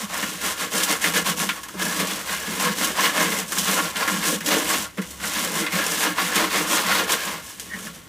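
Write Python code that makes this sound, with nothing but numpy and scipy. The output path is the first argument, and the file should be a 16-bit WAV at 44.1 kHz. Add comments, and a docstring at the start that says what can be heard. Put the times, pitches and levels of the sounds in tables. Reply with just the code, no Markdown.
"""Gritty, scratching hand strokes: potting soil is rubbed through a wire-mesh sieve on a plastic bucket.
Random grain clicks, swelling with each sweep, scratch and ring the sieve and drum the bucket and its air.
Decaying noise bursts make clods knock and crack; bare clicks snap, and a short friction squeak comes late.
A short diffuse tail surrounds it; below lie a low hum and a faint outdoor rumble, both of filtered noise."""
import sys
import numpy as np
from scipy import signal
from scipy.fft import rfft, irfft
from scipy.io import wavfile

SR = 44100
rng = np.random.default_rng(int(sys.argv[2]) if len(sys.argv) > 2 else 0)


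def store_wav(level_fs):
    """Save 16-bit WAV to argv[1]."""
    pcm = np.round(np.clip(np.atleast_2d(level_fs), -1, 1) * 32767)
    wavfile.write(sys.argv[1], SR, pcm.T.astype(np.int16))


N = 356372   # samples


def sifting():
    """Strokes and knocks drive the bucket, the sieve and the fine grit."""
    coarse = grains(6000, spread_db=2.5, clump_db=-0.9, clump_rate=34)
    coarse = coarse * crumbs(80, level_db=-11, t60=0.028)
    return bucket(coarse) + sieve(coarse) + grit()


# Sweeps of the hand over the mesh; levels before each layer's gain:
# start_s, length_s, peak_level_db, air_drumming_db, wall_rattle_db, fine_grit_db (last three re peak)
HAND_SWEEPS = [(-0.052, 0.2, -32.0, -4, -14, -2.5), (0.044, 0.47, -30.5, -12, -11, -2),
               (0.18, 0.44, -34, -11, -10, -1), (0.385, 0.27, -28, -14, -6.5, 1),
               (0.55, 0.23, -29, -7.5, -7.5, -2), (0.686, 0.29, -23.5, -19, -8.5, -1.5),
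               (0.845, 0.23, -23.5, -12, -9.5, -2), (0.985, 0.23, -24, -13, -9, -1.5),
               (1.123, 0.16, -18.5, -15, -13, -5.5), (1.227, 0.19, -23.5, -6, -10.0, -3),
               (1.341, 0.24, -27, -5, -9, 0), (1.45, 0.28, -37.5, -22.0, -12, -0.5),
               (1.6, 0.36, -44.5, -8, -11, 0), (1.741, 0.41, -27.5, -9.0, -8, -1.5),
               (1.919, 0.25, -28.5, -4, -3, -1.5), (2.0, 0.42, -30.0, -11, -9.5, -2),
               (2.229, 0.31, -28.5, -14.5, -12, -3), (2.327, 0.67, -30.0, -12, -6, -2.5),
               (2.556, 0.29, -22.5, -10, -10, -7), (2.723, 0.37, -24.0, -10.5, -7.5, -2.5),
               (2.918, 0.36, -21.5, -12, -11.0, -5), (3.108, 0.32, -21, -12, -6.5, -5),
               (3.268, 0.29, -28, -7, -7.0, 0.5), (3.428, 0.54, -29.5, -5.5, -9, 1.5),
               (3.594, 0.5, -23, -14, -8.5, -3.5), (3.923, 0.26, -25.5, -17.5, -10.5, -5.0),
               (4.023, 0.34, -25, -7, -8, -4.0), (4.197, 0.29, -24.5, -6.0, -6.5, 0.5),
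               (4.404, 0.42, -23.5, -7.5, -3.5, -2), (4.607, 0.38, -23.0, -14.0, -11, -2.5),
               (4.935, 0.5, -44.5, -1.5, -5.5, 3), (5.172, 0.31, -31, -10, -13.0, 0),
               (5.243, 0.51, -27.5, -9.5, -7.5, -2.0), (5.483, 0.32, -27, -10.5, -6.5, -1.5),
               (5.669, 0.39, -24.5, -9, -8.0, -4.0), (5.787, 0.51, -28.5, -13.0, -6.5, 1),
               (5.955, 0.3, -22.5, -16.0, -8.5, -9), (6.122, 0.39, -25, -14.0, -9.5, -4.0),
               (6.298, 0.3, -19.5, -13.5, -8, -9), (6.453, 0.39, -22.5, -14.5, -9.5, -5.5),
               (6.643, 0.31, -21.5, -11.5, -8.5, -1), (6.797, 0.32, -21, -13.0, -13.5, -8),
               (6.906, 0.27, -23, -15, -5.5, -8.5), (7.058, 0.19, -22.5, -18.0, -7.5, -3),
               (7.114, 0.46, -29.5, -16, -10.0, -4), (7.383, 0.33, -47.5, -16.5, -11.0, 7.5),
               (7.535, 0.39, -47, -3.5, -5.5, 4.5), (7.678, 0.37, -41.5, 5, -4, 0),
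               (7.792, 0.19, -38.5, -11, -13, 1), (7.913, 0.14, -51.5, 5, -3.0, 7.5)]
# The hand is fastest early in a sweep; sound power grows steeply with its speed.
SPEED_UP, SPEED_POWER = 0.59, 7.3   # time-warp exponent, power exponent


def sweeps(level_db, trickle_db):
    """Gain of a layer: each sweep speeds up, slows and stops; powers add to a steady trickle."""
    power = np.full(N, from_db(2 * trickle_db))
    for (start_s, length_s, *_), db in zip(HAND_SWEEPS, level_db):
        first = max(round(start_s * SR), 0)
        last = min(round((start_s + length_s) * SR), N)
        i = np.arange(first, last)
        progress = np.clip((i / SR - start_s) / length_s, 0, 1)
        speed = np.sin(np.pi * progress ** SPEED_UP)
        power[i] += from_db(2 * db) * np.abs(speed) ** SPEED_POWER
    return np.sqrt(power)


# Clods and stones; levels before each layer's gain:
# start_s, peak_db, bucket_thump_db, bright_crack_db (both re peak), strongest_hz
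CLOD_KNOCKS = [(0.2271, -8, -14, -27, 1710), (0.4464, -23.5, -5, -12, 3310), (0.7338, -15, -4.5, -27, 1770),
               (0.833, -21, -37, 1, 1630), (1.04, -6, -23, -28, 2090), (1.1364, -13, -10, -19, 2230),
               (1.399, -11, -14.5, -30, 1890), (1.49, -2, -27, -30, 2190),
               (1.6334, -22.5, -35, -13.5, 1770), (1.6848, -22.5, -25, -19, 1420),
               (1.739, -23.5, 0.5, -26, 1100), (1.795, -13, -35, -24, 1050), (1.9992, -10, -4.5, -19, 1060),
               (2.071, -16, -29, -16, 2950), (2.598, -11.5, -26, -16, 1060), (2.782, -18, -20, -17, 1400),
               (3.521, -11.5, -33, -17, 1440), (3.5848, -23.5, -24, 2, 3960),
               (3.6778, -10.5, -8, -21, 2580), (3.9583, -8.5, -19, -32, 2650),
               (4.076, -6.5, -19, -29, 1750), (4.4056, -14.5, -13.5, -20, 1700),
               (4.4608, -29, -23, 4, 1350), (4.7018, -21, -21, -14, 1100), (4.9733, -23, 0, -22, 1890),
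               (4.9818, -13, -2.5, -34, 1440), (5.019, -20, -22, -19.5, 1870), (5.107, -33, -10, -6, 1720),
               (5.1995, -20, -14, -27, 1600), (5.2368, -10.5, -23, -26, 1800),
               (5.664, -7.5, -35, -40, 2280), (5.721, -13.5, -13, -27, 1710), (5.954, -32, -10, -12, 2090),
               (6.1832, -7.5, -28, -41, 1150), (6.3564, -13, -26, -9.5, 1100),
               (7.0936, -12, -29, -28, 1830), (7.1203, -13.5, -24, -8, 2780), (7.5982, -25, -32, -10, 2310),
               (7.7886, -28, -12, -18, 1950), (7.8676, -21, -26, -25, 1540)]
KNOCK_T60_S = 0.098


def bursts(level_db, focus_db):
    """Each knock starts at once and crumbles away as noise, with a focus band where the mesh was struck."""
    out, t = np.zeros(N + SR), np.arange(SR // 4) / SR
    for (start_s, *_, hz), db in zip(CLOD_KNOCKS, level_db):
        burst = from_db(db - 60 * t / KNOCK_T60_S) * rng.standard_normal(len(t))
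        focus = from_db(focus_db) * resonate(burst, hz, 0.76 * hz)
        out[round(start_s * SR):][:len(t)] += burst + focus
    return out[:N]


# Soil that keeps dropping through between sweeps, before each layer's gain [dB]
TRICKLE_DB, TRICKLE_GRIT_DB, TRICKLE_BUCKET_DB = -52, -53.5, -59

# Ringing of the mesh and rim: mode_hz, width_hz, level_db
SIEVE_MODES = [(770, 78, -28), (940, 110, -9), (1093, 64, 8.5), (1123, 17, 12.5), (1413, 20, 11),
               (1400, 43.6, 13.5), (1600, 30, -32), (1673, 119, 13), (1814, 110, -11.5), (2048, 88, 10),
               (2690, 580, -12), (2905, 31, 8), (3310, 300, -10)]
# Scratch of grains on the wires, spectrum before gain: frequency_hz, density_db (per Hz)
WIRE_SCRATCH = [(400, -9), (800, 0.5), (1600, 5.5), (3000, -2.5), (4500, -4.5)]


def sieve(coarse):
    """Rubbed grains and knocks ring the mesh modes and scratch the wires directly."""
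    stroke_db, peak_db = np.transpose(HAND_SWEEPS)[2], np.transpose(CLOD_KNOCKS)[1]
    rubbed = from_db(5.5) * sweeps(stroke_db, TRICKLE_DB) * coarse
    rubbed = patchy(rubbed, [1300, 2400], depth_db=2.53, rate=12.0)
    on_mesh = rubbed + bursts(peak_db - 19, focus_db=14)
    ring = body(on_mesh, SIEVE_MODES, wander_db=1.4)
    scratch = colour(on_mesh, [(150, -42.0)] + WIRE_SCRATCH + [(9000, -15.5)])
    return ring + from_db(2.0) * scratch


# Fine-grit spectrum: frequency_hz, density_db (per Hz)
GRIT_COLOUR = [(1760, -23.5), (3000, 1.5), (4440, -4.5), (5710, 1), (8050, 0.5), (14400, -7.5), (16000, -3)]


def grit():
    """Dense fine grains hiss with the sweeps, and knocks add bright cracks."""
    stroke_db, grit_db = np.transpose(HAND_SWEEPS)[[2, 5]]
    peak_db, crack_db = np.transpose(CLOD_KNOCKS)[[1, 3]]
    fine = grains(9000, spread_db=3.4, clump_db=0.6, clump_rate=23)
    fine = fine * crumbs(40, level_db=-6, t60=0.035)
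    swept = from_db(5) * sweeps(stroke_db + grit_db, TRICKLE_GRIT_DB) * fine
    swept = patchy(swept, [4000, 7000, 11000], depth_db=1.1, rate=22)
    cracks = bursts(peak_db + crack_db + 10, focus_db=-30)
    return colour(swept + cracks, GRIT_COLOUR)


# Modes of the air in the bucket: mode_hz, width_hz, level_db
AIR_MODES = [(167.3, 34.7, 4), (215, 50, 0), (262, 62, -14)]
# Modes of the plastic walls: mode_hz, width_hz, level_db
WALL_MODES = [(244, 39, -5), (307, 27, 1.5), (365, 29, -4.5), (442, 42, -5.5), (496.6, 9.7, 2.5),
              (495, 67, -4), (627, 26, -8)]


def bucket(coarse):
    """Lumps and thumps drum the air; coarse grains and weaker thumps rattle the walls."""
    stroke_db, drum_db, wall_db = np.transpose(HAND_SWEEPS)[2:5]
    peak_db, thump_db = np.transpose(CLOD_KNOCKS)[1:3]
    lumps = grains(1500, spread_db=2.5, clump_db=-2.7, clump_rate=16)
    thumps = bursts(peak_db + thump_db + 19.5, focus_db=-30)
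    drumming = from_db(25.0) * sweeps(stroke_db + drum_db, TRICKLE_BUCKET_DB) * lumps
    rattle = from_db(22.0) * sweeps(stroke_db + wall_db, TRICKLE_BUCKET_DB) * coarse
    air = body(drumming + thumps, AIR_MODES, wander_db=1.5)
    walls = body(rattle + from_db(-5) * thumps, WALL_MODES, wander_db=2.0)
    # too small to radiate below its first mode
    return signal.sosfilt(signal.cheby2(8, 40, 135, "high", fs=SR, output="sos"), air + walls)


# Dry twigs and pebbles snap on the wires, before gain and filter: start_s, peak_db
WIRE_SNAPS = [(0.2264, -13), (0.833, -7), (1.491, -10), (1.6317, -23), (3.5823, -8), (3.5854, -9),
              (4.9816, -23), (5.6645, -13), (7.1174, -6), (7.5978, -9), (7.7862, -27)]


def snaps():
    """Bare clicks, band-passed so that they carry no bass."""
    start_s, peak_db = np.transpose(WIRE_SNAPS)
    clicks = np.zeros(N)
    clicks[np.round(start_s * SR).astype(int)] = -from_db(peak_db + 4)
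    return signal.sosfilt(signal.butter(2, [1400, 12000], "band", fs=SR, output="sos"), clicks)


# The rim slides off the bucket: time_s, level_db
RIM_SLIDE = [(7.69, -64), (7.704, -40), (7.732, -32), (7.744, -28), (7.79, -52)]
# Tones of the rubbing plastic: tone_hz, width_hz, level_db
RIM_TONES = [(1510, 41, -13), (1854, 36, 3), (2230, 21, -8), (2960, 40, -11)]


def squeak():
    """Plastic rubs on plastic: rough friction through a few narrow tones."""
    fade_in, fade_out = (RIM_SLIDE[0][0] - 0.02, -90), (RIM_SLIDE[-1][0] + 0.02, -90)
    time_s, level_db = np.transpose([fade_in] + RIM_SLIDE + [fade_out])
    level_db = np.interp(np.arange(N) / SR, time_s, level_db)
    friction = grains(900, spread_db=1.5, clump_db=-1.0, clump_rate=50)
    return from_db(level_db) * rms_one(body(friction, RIM_TONES, wander_db=0.5))


def shelter(x, t60):
    """Shelves and posts scatter the sound into a short diffuse tail; energy 1."""
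    t = np.arange(SR // 4) / SR
    tail = rng.standard_normal(len(t)) * from_db(-60 * t / t60) * (t > 0.002)
    return signal.oaconvolve(x, tail / np.sqrt(np.sum(tail ** 2)))[:N]


# Left-right difference spectrum, steeply cut above 3.5 kHz, before any further gain:
# frequency_hz, level_db (re centre)
SIDE_COLOUR = [(100, -29), (250, -26.5), (500, -21), (1000, -16), (2000, -27.5), (3500, -28.5), (5000, -60),
               (16000, -41)]


def left_right(x):
    """Stereo difference: the coloured sound enters the two channels with opposite signs."""
    return colour(x, SIDE_COLOUR) * [[1], [-1]]


# Outdoor rumble spectrum, before scaling to rms 1: frequency_hz, density_db (per Hz)
RUMBLE_COLOUR = [(25, -12), (50, -29), (100, -1), (140, -6), (300, -7.5), (1000, -21.5), (2000, -14.5),
                 (6000, -35), (16000, -29)]
RUMBLE_DB = -49.5   # rms in the dry mix
HUM_HZ, HUM_WIDTH_HZ, HUM_DB = 66.8, 8.3, -54.5   # width of the narrower resonance; rms in the dry mix


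def outdoors():
    """A wavering low hum over a broad rumble, whose bass is a little unlike in the two channels."""
    rumble, side_rumble = [rms_one(colour(rng.standard_normal(N), [(3.7, -35)] + RUMBLE_COLOUR))
                           for _ in range(2)]
    hum = resonate(rng.standard_normal(N), HUM_HZ, HUM_WIDTH_HZ)
    hum = rms_one(resonate(hum, HUM_HZ, 27))
    centre = from_db(RUMBLE_DB) * rumble + from_db(HUM_DB) * hum
    return centre + from_db(RUMBLE_DB + 20) * left_right(side_rumble)


def grains(per_s, spread_db, clump_db, clump_rate):
    """Random clicks of uneven size that come in clumps; rms 1."""
    sizes = from_db(spread_db * np.minimum(rng.exponential(1, N), 5)) * rng.choice([-1, 1], N)
    hits = rng.random(N) < per_s / SR
    return rms_one(sizes * hits * from_db(clump_db * drift(clump_rate)))


def crumbs(per_s, level_db, t60):
    """Crumbs that give way: the gain jumps at random moments and sinks back to 1."""
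    sizes = from_db(level_db) * np.minimum(rng.exponential(1, N), 2)
    jumps = (rng.random(N) < per_s / SR) * sizes
    return 1 + signal.lfilter([1], [1, -from_db(-60 / (t60 * SR))], jumps + 1e-18)


def patchy(x, edges_hz, depth_db, rate):
    """The bands between the edges swell and sink at random, each on its own."""
    lows = [signal.sosfilt(signal.butter(1, hz, fs=SR, output="sos"), x) for hz in edges_hz]
    lows = [0 * x] + lows + [x]
    return sum(from_db(depth_db * drift(rate)) * (high - low) for low, high in zip(lows, lows[1:]))


def body(x, modes, wander_db):
    """Modes in parallel, signs alternating; each mode's level drifts slowly at random, on its own."""
    out = 0
    for k, (hz, width_hz, db) in enumerate(modes):
        gain = from_db(db + wander_db * drift(4.0))
        out = out + (-1) ** k * gain * resonate(x, hz, width_hz)
    return out


def resonate(x, hz, width_hz):
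    """One two-pole resonance with gain 1 on top."""
    r = np.exp(-np.pi * width_hz / SR)
    top = (1 - r * r) / 2
    return signal.lfilter([top, 0, -top], [1, -2 * r * np.cos(2 * np.pi * hz / SR), r * r], x + 1e-18)


def colour(x, points):
    """Minimum-phase filter that follows a (frequency_hz, level_db) table on a log axis."""
    size = 4096
    hz = np.maximum(np.arange(size // 2 + 1) * SR / size, 1)
    table_hz, table_db = np.transpose(points)
    log_gain = np.interp(np.log(hz), np.log(table_hz), table_db) * np.log(10) / 20
    cepstrum = irfft(log_gain)
    cepstrum[1:size // 2] *= 2   # folding the cepstrum gives minimum phase
    cepstrum[size // 2 + 1:] = 0
    return signal.oaconvolve(x, irfft(np.exp(rfft(cepstrum))))[:N]


def drift(rate):
    """Slow chance: noise twice through a one-pole low-pass at rate [Hz]; rms 1."""
    step = 40   # samples between slow values
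    r = np.exp(-2 * np.pi * rate * step / SR)
    noise = rng.standard_normal(N // step + 2002)
    slow = signal.lfilter([1], [1, -2 * r, r * r], noise)[2000:]   # skip the filter's start
    return np.interp(np.arange(N) / step, np.arange(len(slow)), rms_one(slow))


def from_db(db):
    """Decibels to amplitude."""
    return 10 ** (np.asarray(db) / 20)


def rms_one(x):
    """Scale to rms 1."""
    return x / np.sqrt(np.mean(x ** 2) + 1e-20)


def scene():
    """Sifting, snaps and squeak up close, their diffuse tail around them, outdoors behind."""
    near = sifting() + snaps() + squeak()
    centre = near + from_db(-17) * shelter(near, t60=0.12)
    return centre + left_right(shelter(near, t60=0.17)) + outdoors()


def record(dry):
    """Peaks are rounded, the top is cut steeply."""
    rounded = 0.76 * np.tanh(dry / 0.85)
    top_cut = signal.cheby2(16, 80, 16150, fs=SR, output="sos")   # 80 dB down from 16150 Hz
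    return signal.sosfilt(top_cut, rounded)


dry = scene()
out = record(dry)
store_wav(out)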